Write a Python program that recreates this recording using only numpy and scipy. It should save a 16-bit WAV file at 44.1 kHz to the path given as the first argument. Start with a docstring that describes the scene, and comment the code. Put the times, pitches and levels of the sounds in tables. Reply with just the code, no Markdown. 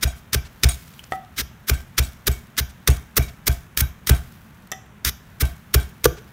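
"""Kitchen counter: a wooden pestle pounds herbs and salt in a clay mortar, heard from close by.
Each stroke is a burst of snapping noise (crush), a knock ringing the bowl and a boom of low counter modes.
Crockery modes clatter in the boom, noise puffs tick, friction noise rustles, taps ring the rim.
Coloured noise hums; a decaying noise tail gives the echo."""
import sys
import numpy as np
from scipy import signal
from scipy.fft import rfft, irfft
from scipy.io import wavfile
from scipy.ndimage import uniform_filter1d

SR = 44100
rng = np.random.default_rng(int(sys.argv[2]) if len(sys.argv) > 2 else 0)


def dump(signal):
    """Clip the signal to [-1, 1] and save it as 16-bit WAV at the path in sys.argv[1]."""
    limited = np.clip(np.atleast_2d(signal).T, -1, 1)
    pcm = np.round(limited * 32767).astype(np.int16)
    wavfile.write(sys.argv[1], SR, pcm)


N = 278750


def amp(db):
    """dB to gain."""
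    return 10 ** (np.asarray(db) / 20)


def rms_one(x):
    """Scale to rms 1."""
    return x / np.sqrt(np.mean(x ** 2) + 1e-20)


def at_hz(points, hz):
    """Read a (frequency [Hz], value) table on a log frequency axis."""
    points_hz, values = np.transpose(points)
    return np.interp(np.log(hz), np.log(points_hz), values)


def colour(x, spectrum):
    """Filter to the spectrum's shape; white noise of rms 1 stays near rms 1."""
    hz = np.fft.rfftfreq(len(x), 1 / SR) + 1   # +1 avoids log(0)
    gain = amp(at_hz(spectrum, hz))
    return irfft(rfft(x) * rms_one(gain), len(x))


def band(x, low_hz, high_hz):
    """Butterworth band-pass, upper edge held below Nyquist."""
    edges_hz = [low_hz, min(high_hz, 0.45 * SR)]
    return signal.sosfilt(signal.butter(2, edges_hz, "band", fs=SR, output="sos"), x)


def high_pass(x, low_hz):
    """Butterworth high-pass."""
    return signal.sosfilt(signal.butter(2, low_hz, "high", fs=SR, output="sos"), x)


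def clicks(times_s, sizes):
    """Train of single-sample clicks."""
    out = np.full(N, 1e-18)
    at = np.clip(np.round(np.asarray(times_s) * SR).astype(int), 0, N - 1)
    np.add.at(out, at, sizes)
    return out


def ring(x, hz, t60_s):
    """Two-pole resonator: a unit click rings a decaying sine of height 1."""
    radius = amp(-60 / (t60_s * SR))
    angle = 2 * np.pi * hz / SR
    return signal.lfilter([0, np.sin(angle)], [1, -2 * radius * np.cos(angle), radius ** 2], x)


def fade(x, t60_s):
    """One-pole decay: a unit click becomes an envelope falling 60 dB in t60."""
    return signal.lfilter([1], [1, -amp(-60 / (t60_s * SR))], x)


def grit(uneven_db, clump_ms):
    """Dense snaps of uneven size that come in clumps; rms 1."""
    clump_samples = max(int(clump_ms * SR / 1000), 1)
    clumps = rms_one(uniform_filter1d(rng.standard_normal(N), clump_samples))
    return rms_one(rng.standard_normal(N) * amp(uneven_db * clumps))


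def strike(times_s, db, modes, spread_db, chatter_s):
    """Blows chatter and drive each mode by a random strength; loose contact makes the rings waver."""
    luck_db = rng.normal(0, spread_db, (len(times_s), len(modes)))
    unit_energy = np.sqrt(2 * np.log(1000) / (chatter_s * SR))   # per blow
    rough = rng.standard_normal(N) * unit_energy
    waver = amp(4.2 * rms_one(uniform_filter1d(rng.standard_normal(N), int(0.0074 * SR))))
    out = np.zeros(N)
    for k, (hz, level_db, t60_s) in enumerate(modes):
        chatter = rough * fade(clicks(times_s, amp(db + level_db + luck_db[:, k])), chatter_s)
        out += ring(chatter, hz, t60_s) * np.roll(waver, 997 * k)   # shifted: modes waver apart
    return out


def dying_noise(starts, spectrum, t60s):
    """Noise starts at the clicks and decays, each octave at its own pace."""
    noise = colour(grit(uneven_db=2.5, clump_ms=3.6), spectrum)
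    out = np.zeros(N)
    for low_hz in 250 * 2.0 ** np.arange(7):
        t60_s = at_hz(t60s, low_hz * np.sqrt(2))
        out += band(noise, low_hz, 2 * low_hz) * fade(starts, t60_s)
    return out


# Hum spectrum: (frequency [Hz], relative density [dB per Hz])
HUM_SPECTRUM = [(18, -47), (30, -8.5), (64, 1.5), (144, 0.5), (225, -1.5), (285, -12.5), (495, -17.5),
                (1570, -15.5), (2940, -25), (3620, -28), (4830, -40.5), (5960, -34), (7740, -36.5),
                (12400, -40), (15700, -44)]
HUM_DB = -47


def hum():
    """Steady kitchen hum: noise shaped to the spectrum."""
    return amp(HUM_DB) * colour(rng.standard_normal(N), HUM_SPECTRUM)


# Room decay: (frequency [Hz], t60 [s])
ROOM_T60 = [(200, 0.46), (1500, 0.49), (5000, 0.4), (14000, 0.27)]


def kitchen_echo(x):
    """Diffuse echo: convolution with a noise tail dying octave by octave."""
    t_s = np.arange(int(0.7 * SR)) / SR
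    noise = rng.standard_normal(len(t_s))
    tail = np.zeros(len(t_s))
    for low_hz in 125 * 2.0 ** np.arange(8):
        t60_s = at_hz(ROOM_T60, low_hz * np.sqrt(2))
        tail += band(noise, low_hz, 2 * low_hz) * amp(-60 * t_s / t60_s)
    tail *= np.clip(t_s / 0.0087, 0, 1)   # onset ramp
    return signal.fftconvolve(x, tail / np.sqrt(np.sum(tail ** 2)))[:N]


# Pestle and hands dragging over herbs: (time [s], level [dB])
RUSTLE_LEVELS = [(0, -63), (.3, -64.5), (.75, -57), (1.0, -56.5), (1.25, -66), (1.6, -66), (2.2, -65),
                 (2.8, -65), (3.4, -66.5), (4.0, -66.5), (4.3, -58.5), (4.65, -66.5), (4.9, -71.5),
                 (5.3, -63.5), (6.32, -62.5)]
RUSTLE_AIR_DB = 2.5   # airy part over grainy part


def rustle():
    """Grainy friction of pestle, herbs and hands: two noise bands under a slow level curve."""
    times_s, levels_db = np.transpose(RUSTLE_LEVELS)
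    level = amp(np.interp(np.arange(N) / SR, times_s, levels_db))
    grains = grit(uneven_db=2.5, clump_ms=3.4)
    grainy = rms_one(band(grains, 1200, 6400))
    airy = rms_one(band(grains, 11000, 0.45 * SR))
    return level * (grainy + amp(RUSTLE_AIR_DB) * airy)


# Crumbs, skin and cloth tick and brush: (start [s], level [dB], pitch [Hz], length [ms])
TICK_EVENTS = [(0.15, -51.5, 13000, 54), (0.443, -47, 5000, 39), (.876, -48, 8000, 9),
               (0.935, -48.5, 6130, 8.7), (1.037, -40.5, 5500, 8.7), (1.099, -50, 14300, 76),
               (1.247, -53, 6000, 4.5), (1.80, -46, 3500, 11), (2.468, -55, 12000, 5.6),
               (2.568, -33, 6000, 1.8), (2.688, -50, 9000, 28), (2.969, -38.5, 10000, 3.5),
               (3.276, -46, 3940, 29), (4.321, -49, 10970, 5.5), (4.62, -57, 12100, 6),
               (4.671, -49, 11100, 5.4), (5.56, -54, 13000, 11), (6.165, -47.5, 4507, 33)]
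FAINT_TICKS, FAINT_DB = 14, -62


def ticks():
    """Short band-passed noise puffs, each with its own colour; faint ones fall at random."""
    lowest = [0, FAINT_DB - 4, 4000, 3]
    highest = [N / SR - 0.1, FAINT_DB + 4, 14000, 25]
    rows = np.r_[TICK_EVENTS, rng.uniform(lowest, highest, (FAINT_TICKS, 4))]
    out = np.zeros(N)
    noise = rng.standard_normal((len(rows), 5000))
    for (start_s, db, hz, length_ms), puff in zip(rows, noise):
        shape = signal.windows.tukey(min(int(length_ms * SR / 1000), len(puff)), 0.6)
        puff = rms_one(band(puff, hz / 7.9, hz * 1.26))
        at = int(start_s * SR)
        out[at:at + len(shape)] += amp(db) * puff[:len(shape)] * shape
    return out


# Rim taps: (time [s], ring [dB], best-driven pitch [Hz], reach [octaves], crack [dB])
TAP_EVENTS = [(0.9932, -28.5, 2930, 0.072, -35), (1.1218, -18.5, 930, 0.75, -28),
              (1.135, -25.5, 850, 0.52, -50), (4.717, -35.5, 2060, 2.1, -21.5),
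              (4.7219, -28.5, 1500, 0.92, -28), (4.734, -36, 1500, 0.66, -40)]
# Rim modes: (frequency [Hz], level [dB], t60 [s])
RIM_MODES = [(420, -23, 0.25), (729, -10, 0.42), (763, -6, 0.19), (816, -1.5, 0.021), (1210, -9, 0.04),
             (1288, -4.5, 0.069), (1885, 6, 0.03), (1972, -11, 0.23), (2660, -3.5, 0.028),
             (2980, -0.5, 0.022), (3200, -2, 0.055), (3530, -1.5, 0.087), (5320, 4, 0.026),
             (5830, 17.5, 0.015), (6080, -8, 0.05), (7560, 9, 0.028)]


def taps():
    """Touches on the rim; place and hardness decide which modes answer; each adds a noise crack."""
    times_s, ring_db, best_hz, reach_oct, crack_db = np.transpose(TAP_EVENTS)
    out = np.zeros(N)
    for hz, level_db, t60_s in RIM_MODES:
        miss_db = 3.2 * (np.log2(hz / best_hz) / reach_oct) ** 2
        out += ring(clicks(times_s, amp(ring_db + level_db - miss_db)), hz, t60_s)
    noise = rng.standard_normal(N)
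    for time_s, best, db in zip(times_s, best_hz, crack_db):
        crack = fade(clicks([time_s], amp(db)), 0.0098)
        out += crack * rms_one(band(noise, best / 3, best * 8))
    return out


# Crockery jumps on the counter: (time [s], hiss [dB], ring [dB])
JUMPS = [(0.074, -36, -43.5), (0.665, -47, -49), (0.6877, -21.5, -34.5), (1.736, -30.5, -48),
         (2.0262, -28.5, -47), (2.0375, -46, -48.5), (2.315, -29.5, -44), (2.901, -27, -38.5),
         (2.9344, -42, -56), (3.224, -31, -46.5), (3.5162, -30, -52), (4.1184, -31, -48), (4.148, -35, -48),
         (5.45, -31, -54), (5.7985, -32, -45)]
# Crockery modes: (frequency [Hz], level [dB], t60 [s])
CROCKERY_MODES = [(620, -27.5, 0.082), (692, -6, 0.11), (980, -23.5, 0.077), (1475, -28, 0.09),
                  (1865, -25, 0.088), (2690, -12, 0.15), (1558, -2.5, 0.095), (2227, -13, 0.34),
                  (2340, 0.5, 0.046), (2408, -15.5, 0.15), (3170, -16.5, 0.39), (3360, -4.5, 0.11),
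                  (3840, -19, 0.078), (3840, -1, 0.12), (4370, -4, 0.071), (4540, -13, .12),
                  (5650, -23, .12), (5830, -22.5, 0.18), (6700, -4, 0.05), (6690, 0, 0.092),
                  (7300, -8, .08), (7800, 0.5, 0.11), (8750, -8, 0.15), (8900, 2, 0.093), (8900, -7, 0.089),
                  (9300, -4, 0.087), (11750, -17, 0.1)]
DEBRIS_DB, DEBRIS_T60_S = -10, 0.37   # trickling grains, level below the jump's hiss
SHAKE_DB, SHAKE_LEAD_S = -17.5, 0.008   # rattle relative to the boom; lead on deepest swing


def clatter():
    """The boom shakes the crockery dully; each jump adds a short hiss, trickling grains and a rough ring."""
    times_s, hiss_db, ring_db = np.transpose(JUMPS)
    short = fade(clicks(times_s, amp(hiss_db)), 0.023)
    debris = fade(clicks(times_s, amp(hiss_db + DEBRIS_DB)), DEBRIS_T60_S)
    hiss = band(grit(uneven_db=3.5, clump_ms=3.8), 1900, 19000) * (short + debris)
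    jumps = strike(times_s, ring_db, CROCKERY_MODES, spread_db=2.5, chatter_s=0.11)
    land_s, *_, swing_ms, boom_db, _, _ = np.transpose(STROKES)
    shake_s = land_s + swing_ms / 1000 - SHAKE_LEAD_S
    shaken = strike(shake_s, boom_db + SHAKE_DB, CROCKERY_MODES, spread_db=2.0, chatter_s=0.21)
    return hiss + jumps + band(band(shaken, 300, 2600), 300, 2600)   # twice: steeper


# Settling spectrum: (frequency [Hz], relative density [dB per Hz])
SETTLE_SPECTRUM = [(180, 6.5), (300, -5), (418, -15.5), (1000, -6.5), (1600, -19), (2300, -8.5),
                   (5910, -25.5), (8100, -9), (13300, -48), (15700, -91)]
# Settling decay: (frequency [Hz], t60 [s])
SETTLE_DECAY = [(300, 0.25), (1400, 0.33), (3700, 0.15), (10000, 0.12)]
SETTLE_DB, SETTLE_FOLLOWS = -6.5, 1.32   # level at a 0 dB boom; dB per dB of boom


def settle():
    """Crumbs spring back and the bowl murmurs after each crush: dying noise, more after a hard boom."""
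    land_s, crush_ms, *_, boom_db, _, _ = np.transpose(STROKES)
    starts = clicks(land_s + (crush_ms + LAST_MS) / 1000, amp(SETTLE_DB + SETTLE_FOLLOWS * boom_db))
    return dying_noise(starts, SETTLE_SPECTRUM, SETTLE_DECAY)


# Counter modes: (frequency [Hz], level [dB], t60 [s], direction and gain [-],
#                 lead on the deepest swing [ms])
COUNTER_MODES = [(35.3, -16, 0.32, 0.95, 4.4), (61.45, 2.5, 0.22, -0.88, 5.85),
                 (75.1, -2, 0.24, 0.81, 7.58), (100, -27, 0.45, -0.083, 7.2), (125.6, -6, 0.15, 0.9, 5.05),
                 (160.4, -14.5, 0.47, -0.34, 7.7), (201, -13.5, 0.1, 0.41, 9.8)]
LANDING_PUSH_DB = -12.5   # relative to the landing level


def thuds():
    """A padded push rings the counter's low modes; landing on the herbs gives a lighter push first."""
    land_s, _, land_db, *_, swing_ms, boom_db, upper_db, _ = np.transpose(STROKES)
    boom = np.zeros(N)
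    for hz, level_db, t60_s, direction, lead_ms in COUNTER_MODES:
        push_db = boom_db + level_db + upper_db * (hz > 100)
        main = clicks(land_s + (swing_ms - lead_ms) / 1000, amp(push_db))
        landing = clicks(land_s, amp(land_db + level_db + LANDING_PUSH_DB))
        boom += direction * ring(main + landing, hz, t60_s)
    pad = np.hanning(int(0.0046 * SR))
    return np.convolve(boom, pad / pad.sum(), "same")


# Bowl modes: (frequency [Hz], level [dB], t60 [s])
BOWL_MODES = [(307, -13, 0.068), (404, -3.5, 0.035), (441.5, -24.5, 0.2), (445, -22.5, 0.035),
              (638, -12, 0.016), (820, -13, 0.015), (1180, -9, 0.031), (1468, -18, 0.029)]
HOLLOW_HZ, HOLLOW_TOP_HZ = 408, 700   # reference pitch; modes below the top follow the hollow
KNOCK_AFTER_MS = 2.194   # after the last burst is reached
WEIGHT_MS, WEIGHT_DB = 1.947, 1.5   # full weight: delay and gain over the first touch


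def knocks():
    """Two-step contact rings the bowl; its low modes move with how far pestle and hand cover the hollow."""
    out = np.zeros(N + SR)
    size = SR // 4
    for land_s, crush_ms, *_, hollow_hz, _, _, _, knock_db in STROKES:
        touch = clicks([0, WEIGHT_MS / 1000], -amp([knock_db, knock_db + WEIGHT_DB]))[:size]
        at = int((land_s + (crush_ms + KNOCK_AFTER_MS) / 1000) * SR)
        for hz, level_db, t60_s in BOWL_MODES:
            shift = hollow_hz / HOLLOW_HZ if hz < HOLLOW_TOP_HZ else 1
            out[at:at + size] += amp(level_db) * ring(touch, hz * shift, t60_s)
    return band(out[:N], 153, 3000)   # the small bowl radiates no deep bass


# Crushing spectrum: (frequency [Hz], relative density [dB per Hz])
CRUNCH_SPECTRUM = [(350, -6), (600, -18), (810, -19), (1310, -2), (2110, -0.5), (2770, -5.5), (3850, 0),
                   (4120, -3.5), (5870, -1), (7610, -10), (9470, -6), (10600, -11.5), (11800, -6.5),
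                   (15700, -6.5)]
# Pestle strokes: (landing [s], crush up to the last burst [ms], landing [dB], mid-crush [dB],
#   last burst [dB], treble tilt [dB], lead-in [ms], pitch of the bowl's hollow [Hz],
#   landing to the counter's deepest swing [ms], boom [dB], extra on upper boom modes [dB], knock [dB])
STROKES = [(0.0296, 7.9, -16, -15, -15.5, -1, 19.5, 415, 26, -13, 3, -28.5),
           (0.3323, 12.9, -13.5, -19, -13, 1.5, 9.3, 390, 30.3, -14.5, 5, -20.5),
           (0.6358, 4.9, -3, -18, -10.5, -2, 11, 416, 22.5, -9.5, 4.5, -23),
           (1.381, 32.2, -25.5, -21, -28, -0.5, 19, 436, 39.8, -27.5, 2, -37),
           (1.6811, 15.2, -31, -22, -13.5, 3.5, 11.5, 388, 36.4, -11.5, 3, -20),
           (1.9805, 9.9, -14.5, -13.5, -13.5, 0, 11.5, 430, 22.9, -12.5, 3.3, -26.5),
           (2.2701, 7.8, -13, -18, -12, 2.5, 9.6, 395, 25.1, -13.5, 4.5, -17.5),
           (2.579, 17.7, -20, -16, -18.5, 1.5, 12, 400, 33.6, -19, 6, -31),
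           (2.876, 6.4, -6.5, -14, -18.5, 0, 8.4, 424, 21.3, -8.5, 6, -16),
           (3.169, 8.6, -10.5, -15.5, -13, 5.5, 12, 410, 26.9, -12, 7, -15.5),
           (3.470, 8.6, -16, -18, -13, 5, 11.3, 389, 27, -11.5, 4.5, -20.5),
           (3.7744, 32, -10.5, -24.5, -13.5, 6.5, 7.8, 400, 48.7, -13, 5.5, -34),
           (4.072, 22.4, -17, -25.5, -12, 4.8, 7.5, 397, 40.8, -6, 6, -15.5),
           (5.049, 43.4, -10.5, -21.5, -21, 1.8, 5.2, 415, 22.5, -26.5, 8, -41),
           (5.405, 13, -29, -19.5, -21.5, 5.5, 6.6, 416, 26, -11, 4, -25.5),
           (5.7416, 4.7, -10, -10.5, -13, 4, 9.7, 393, 21.2, -9, 4, -13.5),
           (6.0435, 10.7, -7.5, -21, -12, 2, 7.7, 451, 26.5, -17, 9, -2.5)]
LEAD_IN_DB = -46   # first herbs touched
KNEE_DB, RISE_SHARE = -35, 0.36   # final rise: start level, share of the lead-in
SAG_MS, BUILD_MS = 4.4, 2.7   # landing to mid-crush; mid-crush to last burst; each at most half the crush
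LAST_MS, STOP_MS, STOP_DB = 2.71, 8, -25   # last burst: hold, stop time, drop


def crush():
    """Fibres and salt snap under the pestle: burst on landing, last burst at the bottom, sudden stop."""
    level, tilt_db = np.zeros(N), np.zeros(N)
    for land_s, crush_ms, land_db, mid_db, last_db, stroke_tilt_db, lead_ms, *_ in STROKES:
        sag_ms = min(SAG_MS, crush_ms / 2)
        build_ms = max(crush_ms - BUILD_MS, crush_ms / 2)
        hold_ms = crush_ms + LAST_MS
        ramp_ms = [-lead_ms, -RISE_SHARE * lead_ms, 0, sag_ms, build_ms, crush_ms, hold_ms, hold_ms + STOP_MS]
        ramp_db = [LEAD_IN_DB, KNEE_DB, land_db, mid_db, mid_db, last_db, last_db, last_db + STOP_DB]
        ramp_s = land_s + np.array(ramp_ms) / 1000
        span = np.arange(max(int(ramp_s[0] * SR), 0), int(ramp_s[-1] * SR))
        level[span] = amp(np.interp(span / SR, ramp_s, ramp_db))
        tilt_db[span] = stroke_tilt_db
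    snaps = colour(grit(uneven_db=0.5, clump_ms=0.95), CRUNCH_SPECTRUM)
    return level * (snaps + (amp(tilt_db) - 1) * high_pass(snaps, 7000))


def scene():
    """Everything near the mortar, its echo and the hum of the room."""
    hollow, rim = knocks(), taps()
    muffled = crush() + thuds() + clatter() + ticks()
    # hard knocks fill the room more
    echo = kitchen_echo(amp(-19.5) * muffled + amp(-18.0) * hollow + amp(-14.0) * rim)
    return (muffled + hollow + rim + echo + settle() + rustle() + hum())[None]


CUTOFF_HZ, CEILING = 16350, 0.95


def record(dry):
    """Round the highest peaks with a soft ceiling, then cut the top with a steep low-pass."""
    rounded = dry / (1 + np.abs(dry / CEILING) ** 6) ** (1 / 6)
    steep = signal.cheby2(18, 75, CUTOFF_HZ, fs=SR, output="sos")
    return signal.sosfilt(steep, rounded)


dry = scene()
out = record(dry)
dump(out)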